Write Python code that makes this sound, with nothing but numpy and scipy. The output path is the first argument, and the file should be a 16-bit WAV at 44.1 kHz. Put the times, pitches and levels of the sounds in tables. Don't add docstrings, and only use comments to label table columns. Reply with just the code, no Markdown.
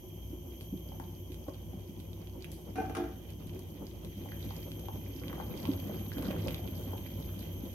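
import sys
import numpy as np
from scipy import signal
from scipy.fft import rfft, irfft
from scipy.io import wavfile

SR = 44100
rng = np.random.default_rng(int(sys.argv[2]) if len(sys.argv) > 2 else 0)


def dump(signal):
    limited = np.clip(np.atleast_2d(signal).T, -1, 1)
    pcm = np.round(limited * 32767).astype(np.int16)
    wavfile.write(sys.argv[1], SR, pcm)


N = 341334
TIME = np.arange(N) / SR
HZ = np.fft.rfftfreq(N, 1 / SR)


def amp(db):
    return 10 ** (np.asarray(db) / 20)


def evened(x):
    return x / np.sqrt(np.mean(x ** 2) + 1e-20)


def read(points, hz):
    f, value = np.transpose(points)
    return np.interp(np.log(hz + 1), np.log(f + 1), value)


def curve(points):
    return np.interp(TIME, *np.transpose(points))


def panned(db):
    gains = amp(np.array([[db], [-db]]) / 2)
    return evened(gains)


def add(mix, s, sound):
    start = max(round(s * SR), 0)
    part = mix[..., start:][..., :sound.shape[-1]]
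    part += sound[..., :part.shape[-1]]


def humps(modes):
    power = 0
    for hz, width, db in modes:
        offset = (HZ - hz) / (0.55 * width)
        power = power + amp(db) ** 2 / (1 + offset ** 2) ** 2
    return np.sqrt(power)


# frequency in Hz, likeness from 0 to 1.
MIC_LIKENESS = [(30, 0.94), (230, 0.92), (380, 0.87), (520, 0.22), (1200, 0.18), (2500, 0.11), (16000, 0)]


def paired(z, hz):
    same = np.clip(read(MIC_LIKENESS, hz), 0, 1)
    return np.array([z[0], same * z[0] + np.sqrt(1 - same ** 2) * z[1]])


def noise(gain):
    white = rfft(rng.standard_normal((2, N)))
    return evened(irfft(paired(white, HZ) * gain, N))


def flutter(depth_db, rate):
    white = rfft(rng.standard_normal(N))
    wander = evened(irfft(white / (1 + (HZ / rate) ** 4), N))
    return amp(depth_db * wander)


def echoes(x, t60s, size=20000):
    t, hz = np.arange(size) / SR, np.fft.rfftfreq(size, 1 / SR)
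    taps = irfft(paired(rfft(rng.standard_normal((2, size))), hz), size)
    f, at, z = signal.stft(taps, SR, nperseg=256)
    decay = amp(-60 * at / read(t60s, f)[:, None])
    tail = signal.istft(z * decay, SR, nperseg=256)[1][:, :size]
    tail = tail * np.minimum(t / 0.0016, 1)
    tail = tail / np.linalg.norm(tail[0])
    return signal.fftconvolve(x.mean(0)[None], tail, axes=1)[:, :N]


def bubble(hz, cycles, rise, onset):
    age = np.arange(int(6 * cycles / hz * SR) + 8) * hz / SR
    ring = np.sin(2 * np.pi * (age + rise * age ** 2 / (2 * (cycles + age))))
    ring = ring * np.exp(-age / cycles) * (1 - np.exp(-(age / onset) ** 2))
    return ring / abs(ring).max()


def swarm(per_s, low_hz, high_hz, cycles, rise, onset, spread_db, tilt_db, width_db, count=36):
    out = np.zeros((2, N))
    for place in np.linspace(0, 1, count):
        when, size, side = rng.random((int(per_s * N / SR / count) + 1, 3)).T
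        size_db = spread_db * np.minimum(-np.log(1 - size), 3.5)
        height = amp(size_db + tilt_db * place)
        train = np.zeros((2, N))
        train[:, (when * N).astype(int)] = height * amp(np.outer([1, -1], (side - .5) * width_db))
        hz = low_hz * (high_hz / low_hz) ** place
        out += signal.oaconvolve(train, bubble(hz, cycles, rise, onset)[None], axes=1)[:, :N]
    return evened(out)


# frequency in Hz, t60 in seconds.
KITCHEN_T60 = [(100, 0.12), (400, 0.28), (1500, 0.49), (5000, 0.31), (15000, 0.058)]


def kitchen(x):
    return echoes(x, KITCHEN_T60)


# time in seconds, dB above a gentle simmer.
BOIL_STRENGTH = [(0, -2.5), (2.2, 0), (4.1, 3), (4.4, 7.5), (5.1, 4.5), (5.6, 9), (6.5, 10), (7.74, 5.5)]


def boil_gain(db, follow):
    return amp(db + follow * curve(BOIL_STRENGTH))


# frequency in Hz, relative dB per Hz.
FLAME_SPECTRUM = [(30, -7), (300, 23.5), (700, 16.5), (1050, 11.5), (1400, -20), (2000, -13), (2600, -3),
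                  (4000, -6.5), (5500, -1.5), (7700, -6), (10000, 0), (14000, -5), (16000, -1.5)]


def flame():
    return amp(-61) * noise(amp(read(FLAME_SPECTRUM, HZ)))


def drone_and_roar():
    hum = amp(-54.0) * noise(humps([(60.2, 15, 0)]))
    tone = amp(-48.5) * np.sin(2 * np.pi * 61.2 * TIME) * flutter(0.56, 1.8)
    roar = boil_gain(-55, 1.1) * noise(humps([(98.5, 18.0, -5), (163.4, 6.7, -12.5)]))
    return hum + tone + roar


# time in seconds, reference level of the high whistle in dB.
JET_LEVEL = [(0, -64), (0.81, -61), (1.8, -68), (4.0, -67), (4.35, -59), (5.1, -60.5), (5.8, -58),
             (7.74, -59.5)]
# frequency in Hz, width in Hz, relative level in dB.
JET_BROAD = [(6170, 700, -7), (9130, 550, -16.5), (11640, 940, -9), (12390, 850, -1)]
# frequency in Hz, width in Hz, relative level in dB.
JET_NARROW = [(6270, 170, -11.5), (12200, 140, -2), (12454, 140, 4), (12720, 130, -17)]
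# frequency in Hz, width in Hz, relative level in dB.
TUBE_STEADY = [(2390, 570, -12), (3025, 200, -1.5), (3112, 47, 3), (3240, 38, 5), (3323, 54, -2.5)]
# frequency in Hz, width in Hz, relative level in dB.
TUBE_GROWING = [(3130, 46, -3), (3185, 38, -1.5)]


def gas_jet():
    level = amp(curve(JET_LEVEL))
    push = level / level.mean()
    hiss = amp(2.0) * push ** 0.39 * noise(humps(JET_BROAD))
    whistle = amp(-0.5) * push ** 2.28 * noise(humps(JET_NARROW))
    high = level.mean() * (hiss + whistle) * flutter(0.72, 20) * panned(1.0)
    tube_hiss = amp(-65) * push ** 0.2 * noise(humps(TUBE_STEADY))
    tube_tones = amp(-67.5) * push ** 1.76 * noise(humps(TUBE_GROWING))
    return high + (tube_hiss + tube_tones) * flutter(0.49, 4.7) * panned(-5.0)


def whine(count=4):
    start_s, every_s, length_s = 0.52, 1, 0.59
    start_hz, sag_hz_per_s = 12230, 380
    out, t = np.zeros(N), np.arange(0, length_s, 1 / SR)
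    phase = 2 * np.pi * np.cumsum(start_hz - sag_hz_per_s * t) / SR
    slide = np.sin(np.pi * t / length_s) * np.sin(phase)
    for k in range(count):
        add(out, start_s + k * every_s, slide)
    return amp(-74) * out * flutter(2.5, 36)


# start in seconds, ring level in dB and clack level in dB
LADLE_KNOCKS = [(2.756, -38.5, -46, 0.06), (2.774, -37.5, -48.5, 0), (2.783, -33, -63, 0),
                (2.798, -45, -51, 0.25), (2.817, -39, -51, 0.89), (2.85, -51, -53, 0.7),
                (2.895, -40, -49, 0.5), (2.949, -46, -38, 1), (2.967, -38, -40, 0.89),
                (2.979, -39.5, -54, 0.81), (2.996, -38, -59, 0.8), (3.037, -40.5, -51, 0.78)]
# frequency in Hz, relative dB struck on the handle,
# relative dB struck on the bowl, t60 in seconds.
LADLE_MODES = [(226, -1.5, -1, 0.17), (297, 3.5, 2.5, 0.19), (346.8, -4, 5, 0.28), (447, -3, -0.5, 0.16),
               (655, -5, 4, 0.097), (753, 4.5, -2, 0.17), (860, -9, -6, 0.18), (1180, -8.5, -13, 0.1),
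               (1480, -29, -16, 0.088), (1530, -2.5, -24, 0.19), (1600, -24, -11, 0.22),
               (2086, -9, -17, .1), (2410, -4, -13, .13), (2760, -3, -22, 0.079), (5900, -4, -16, 0.074)]
# frequency in Hz, relative dB per Hz.
CLACK_SPECTRUM = [(200, 0), (950, -4), (1350, 2), (2200, -5), (3500, -12.5), (5000, -16.5), (6500, -15),
                  (8000, -29), (9700, -11), (11000, -22), (16000, -34)]


def ladle():
    rings, clacks, t = np.zeros((2, N)), np.zeros((2, N)), np.arange(SR // 3) / SR
    hz, handle_db, bowl_db, t60 = np.transpose(LADLE_MODES)[:, :, None, None]
    for s, ring_db, clack_db, place in LADLE_KNOCKS:
        phases = rng.uniform(0, 2 * np.pi, hz.shape) + rng.normal(0, 0.72, (len(hz), 2, 1))
        grip = rng.normal(1, 0.0093, hz.shape)
        softness_db = max(ring_db - clack_db, 0)
        dull_db = 0.31 * softness_db * np.log2(np.maximum(hz / 750, 1))
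        mode_db = handle_db + place * (bowl_db - handle_db) - dull_db
        modes = amp(mode_db - 60 * t / t60) * np.sin(2 * np.pi * hz * grip * t + phases)
        ring = np.sum(modes, axis=0) * (1 - np.exp(-t / 0.0018))
        add(rings, s, amp(ring_db - 5.5) * ring)
        clack = rng.standard_normal((2, len(t))) * np.exp(-t / 0.0065) * (1 - np.exp(-t / 0.0012))
        add(clacks, s, amp(clack_db + 15.5) * clack)
    rings = rings * flutter(2.7, 66)
    clacks = irfft(rfft(clacks) * amp(read(CLACK_SPECTRUM, HZ)), N)
    return rings + clacks + amp(-0.5) * kitchen(clacks) + amp(-3) * kitchen(rings)


# frequency in Hz, width in Hz, relative level in dB.
POT_MODES = [(92.8, 21.5, -2), (96, 13.4, 1.5), (159.9, 19.3, -2), (200.6, 19, -11.5), (220, 16, -16),
             (256.3, 25, -12), (327, 30, -12), (351.8, 34.3, -8)]


def pot_rumble():
    return boil_gain(-47, 0.19) * noise(humps(POT_MODES)) * flutter(1.0, 32)


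# frequency in Hz, relative dB per Hz.
WASH_SPECTRUM = [(30, -33), (70, -0.5), (130, -3.5), (200, -0.5), (340, -3), (430, -7.5), (560, -4),
                 (700, -16), (900, -15.5), (1300, -26), (2000, -43.5), (5000, -51)]


def wash():
    return boil_gain(-55.5, 0.79) * noise(amp(read(WASH_SPECTRUM, HZ))) * flutter(3.33, 17.5)


def gulps():
    bubbles = swarm(130, 153.6, 977, cycles=1.68, rise=0.15, onset=0.76,
                    spread_db=4.0, tilt_db=-14.0, width_db=14.0)
    return boil_gain(-59.5, 0.79) * bubbles


def froth():
    crackle = swarm(340, 1915, 5000, cycles=1.7, rise=0.12, onset=0.22,
                    spread_db=5.0, tilt_db=8.5, width_db=31.0) * panned(-4)
    fizz = swarm(160, 5200, 16000, cycles=0.8, rise=0.083, onset=0.2,
                 spread_db=-0.5, tilt_db=20.5, width_db=38)
    sizzle = noise(humps([(2780, 2050, 0)])) * flutter(4.14, 26) * panned(-25)
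    return boil_gain(-78.5, 1.15) * (amp(5) * crackle + amp(3) * fizz + amp(2.5) * sizzle)


# frequency in Hz, gain in dB, t60 in seconds.
HOLLOW_MODES = [(164, -3, 0.15), (201, -10.5, 0.29), (226, -10, 0.21), (274, -9, 0.15), (307, -5.5, 0.17),
                (369.5, 5, 0.07), (520, -10, 0.075)]


def hollow():
    t = np.arange(SR // 6) / SR
    response = np.zeros(len(t))
    for hz, db, t60 in HOLLOW_MODES:
        mode = amp(db - 60 * t / t60) * np.sin(2 * np.pi * hz * t)
        response += mode * 2 * np.log(1000) / (t60 * SR)
    return response


# start in seconds, peak in dB before the trims below, starting pitch in Hz.
BIG_BUBBLES = [(0.33, -35, 320), (0.726, -26.5, 170), (0.735, -34.5, 300), (1.299, -36.5, 324),
               (1.48, -32.5, 300), (1.738, -35, 172), (1.892, -31.5, 159), (1.983, -34.5, 166),
               (2.379, -36, 350), (3.462, -32, 152), (3.549, -32.5, 355), (4.17, -36, 177),
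               (4.341, -35, 130), (4.444, -34, 104), (4.631, -38.5, 336), (4.939, -34, 159),
               (5.478, -31, 147), (5.559, -34.5, 120), (5.687, -21.5, 262), (5.899, -31.5, 158),
               (6.165, -33, 254), (6.25, -29.5, 159), (6.282, -27, 213), (6.345, -27, 356),
               (6.463, -28.5, 153), (6.722, -35, 160), (6.871, -34.5, 234), (7.254, -35, 108),
               (7.367, -33, 170), (7.633, -35.5, 226)]


def glugs():
    out = np.zeros(N)
    for s, db, hz in BIG_BUBBLES:
        add(out, s, amp(db) * bubble(hz, cycles=1.46, rise=0.11, onset=0.31))
    return amp(-4.5) * out + amp(-3) * signal.oaconvolve(out, hollow())[:N]


def tear():
    return bubble(2760, cycles=0.57, rise=.1, onset=0.23)


# start in seconds, peak in dB before panning, starting pitch in Hz,
# left-right difference in dB.
SMALL_BUBBLES = [(0.919, -44.5, 820, 9), (0.999, -36, 846, 11), (1.466, -47, 795, 15), (1.483, -35, 540, 2),
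                 (1.485, -47, 1000, 0), (1.733, -43, 745, 13), (4.258, -43.5, 740, 10),
                 (4.508, -40, 840, 11), (4.885, -35, 800, 5), (5.329, -37.5, 1100, 13), (5.38, -43, 704, 1),
                 (5.4, -32.5, 810, 11), (5.653, -34.5, 855, 13), (5.895, -43, 613, 3),
                 (6.182, -37, 626, -1), (6.285, -38, 690, 6), (6.304, -33.5, 544, -6),
                 (6.464, -32.5, 524, 2), (6.593, -39.5, 655, -5), (6.933, -37, 800, 14)]


def plips():
    splash_db, tick_db = -11.5, -12
    out, wet, t = np.zeros((2, N)), np.zeros((2, N)), np.arange(SR // 4) / SR
    for s, db, hz, side_db in SMALL_BUBBLES:
        add(out, s, amp(db) * panned(side_db) * bubble(hz, cycles=2.06, rise=0.11, onset=0.59))
        add(out, s, amp(db + tick_db) * tear())
        add(wet, s, amp(db + splash_db) * panned(side_db) * np.exp(-t / 0.0067))
    return out + wet * noise(humps([(885, 440, 0)]))


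# start in seconds, peak in dB before panning, starting pitch in Hz,
# left-right difference in dB.
FILM_BURSTS = [(0.6097, -37, 2970, -2), (0.9993, -45, 1640, 1), (1.32, -40, 3130, -13),
               (1.3438, -39, 3200, -6), (1.545, -42, 3250, 2), (2.0015, -39.5, 3240, -6),
               (2.1318, -41.5, 3460, -14), (2.272, -41, 3000, -16), (2.4238, -35.5, 4150, -7),
               (2.4444, -32.5, 2560, -26), (1.495, -46, 4700, -3), (3.495, -40.5, 2820, -9),
               (3.8681, -37.5, 4500, -8), (4.048, -38.5, 3220, -3), (4.2882, -43, 2080, -3),
               (4.32, -36.5, 1760, 1), (4.442, -41, 3320, -15), (4.492, -41, 3400, -8),
               (4.5656, -37, 4700, 5), (4.63, -40, 4500, -4), (4.718, -32.5, 3190, 0),
               (5.236, -37.5, 2230, -13), (5.282, -32, 3120, -8), (5.3293, -40, 1900, -11),
               (5.654, -30, 2900, -20), (5.672, -38, 3100, -13), (5.716, -35.5, 3200, -15),
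               (5.7357, -35.5, 3070, -8), (6.118, -35.5, 1680, 0), (6.183, -35, 3200, -16),
               (6.2243, -37, 2460, -2), (6.3096, -31.5, 2790, -14), (6.4733, -34, 5000, 14),
               (6.483, -25.5, 2760, -19), (6.508, -33.5, 2820, -17), (6.545, -26, 3250, -5),
               (6.98, -39.5, 2820, -19), (7.063, -38, 2170, -18)]


def snaps():
    tick_db, spray_db, spray_decay_s = -17, -17, 0.0018
    out, envelope, t = np.zeros((2, N)), np.zeros((2, N)), np.arange(SR // 4) / SR
    for s, db, hz, side_db in FILM_BURSTS:
        size = amp(db) * panned(side_db)
        add(out, s, size * bubble(hz, cycles=1.32, rise=0.053, onset=0.33))
        add(out, s + 0.00073, size * amp(tick_db) * tear())
        add(envelope, s, size * amp(spray_db) * np.exp(-t / spray_decay_s))
    return out, envelope


# start in seconds, level in dB before
# the spray colouring, decay to 1/e in seconds.
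HOT_DROPS = [(0.611, -56, 0.023), (0.999, -51, 0.0028), (1.327, -62, 0.019), (1.995, -63, 0.025),
             (2.444, -48, 0.002), (2.517, -41, 0.002), (2.522, -57, 0.07), (3.3035, -48, 0.002),
             (3.471, -48, 0.002), (3.592, -45, 0.0023), (4.0483, -48.5, 0.0018), (4.794, -44, 0.002),
             (6.2245, -44, 0.002), (7.3915, -41, 0.0018)]


def spits():
    envelope, t = np.zeros((2, N)), np.arange(SR // 4) / SR
    for s, db, decay in HOT_DROPS:
        add(envelope, s, amp(db) * np.exp(-t / decay))
    return envelope


def spray(envelope):
    colour = humps([(4300, 3600, 1.0), (10550, 4800, 4)])
    return irfft(rfft(envelope * rng.standard_normal((2, N))) * colour, N)


def bursts():
    films, film_spray = snaps()
    return glugs() + plips() + films + spray(film_spray + spits())


# start in seconds, length in seconds, strength in dB.
LADLE_STROKES = [(5.203, 0.31, -3), (5.605, 0.078, 1), (5.817, 0.14, -1), (6.15, 0.21, 3),
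                 (6.437, 0.064, 3.5), (6.627, 0.31, -8), (7.256, 0.13, -8)]
# frequency in Hz, width in Hz, relative level in dB.
SLOSH_MODES = [(96, 18.5, 0), (160, 18, 0), (215, 30, -11.5), (356, 38, -9.5), (496, 87, -16),
               (1100, 320, -31)]


def stirring():
    attack_s, release_s = 0.017, 0.06
    effort = np.zeros(N)
    for start, length, db in LADLE_STROKES:
        age = TIME - start
        release = np.exp(-np.maximum(age - length, 0) / release_s)
        effort += amp(db) * np.clip(age / attack_s, 0, 1) * release
    pops = amp(-59.5) * swarm(330, 765, 4100, cycles=1.0, rise=0.066, onset=0.34,
                              spread_db=5.5, tilt_db=-14, width_db=12)
    gurgle = amp(-48.5) * swarm(300, 158.4, 668, cycles=2.5, rise=.1, onset=0.48,
                                spread_db=2.5, tilt_db=-4.5, width_db=9)
    slosh = amp(-44.5) * noise(humps(SLOSH_MODES))
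    return effort * slosh, effort * (pops + gurgle)


def across(x, count=6):
    return np.array([x[0], np.pad(x[1], (count, 0))[:N]])


def scene():
    gas = flame() + drone_and_roar() + gas_jet() + whine()
    deep = pot_rumble() + wash()
    slosh, splashes = stirring()
    surface = across(gulps() + froth() + bursts() + splashes)
    near = echoes(surface, [(150, 0.082), (1000, 0.057), (10000, 0.072)])
    reverberation = amp(-2) * near + amp(-6) * kitchen(surface)
    return gas + deep + slosh + ladle() + surface + reverberation


def record(dry):
    edge_hz = 15850
    thinned = signal.sosfilt(signal.butter(2, 38, "high", fs=SR, output="sos"), dry)
    low_pass = signal.firwin(701, edge_hz, window=("kaiser", 9), fs=SR)
    return signal.oaconvolve(thinned, low_pass[None], "same")


dry = scene()
out = record(dry)
dump(out)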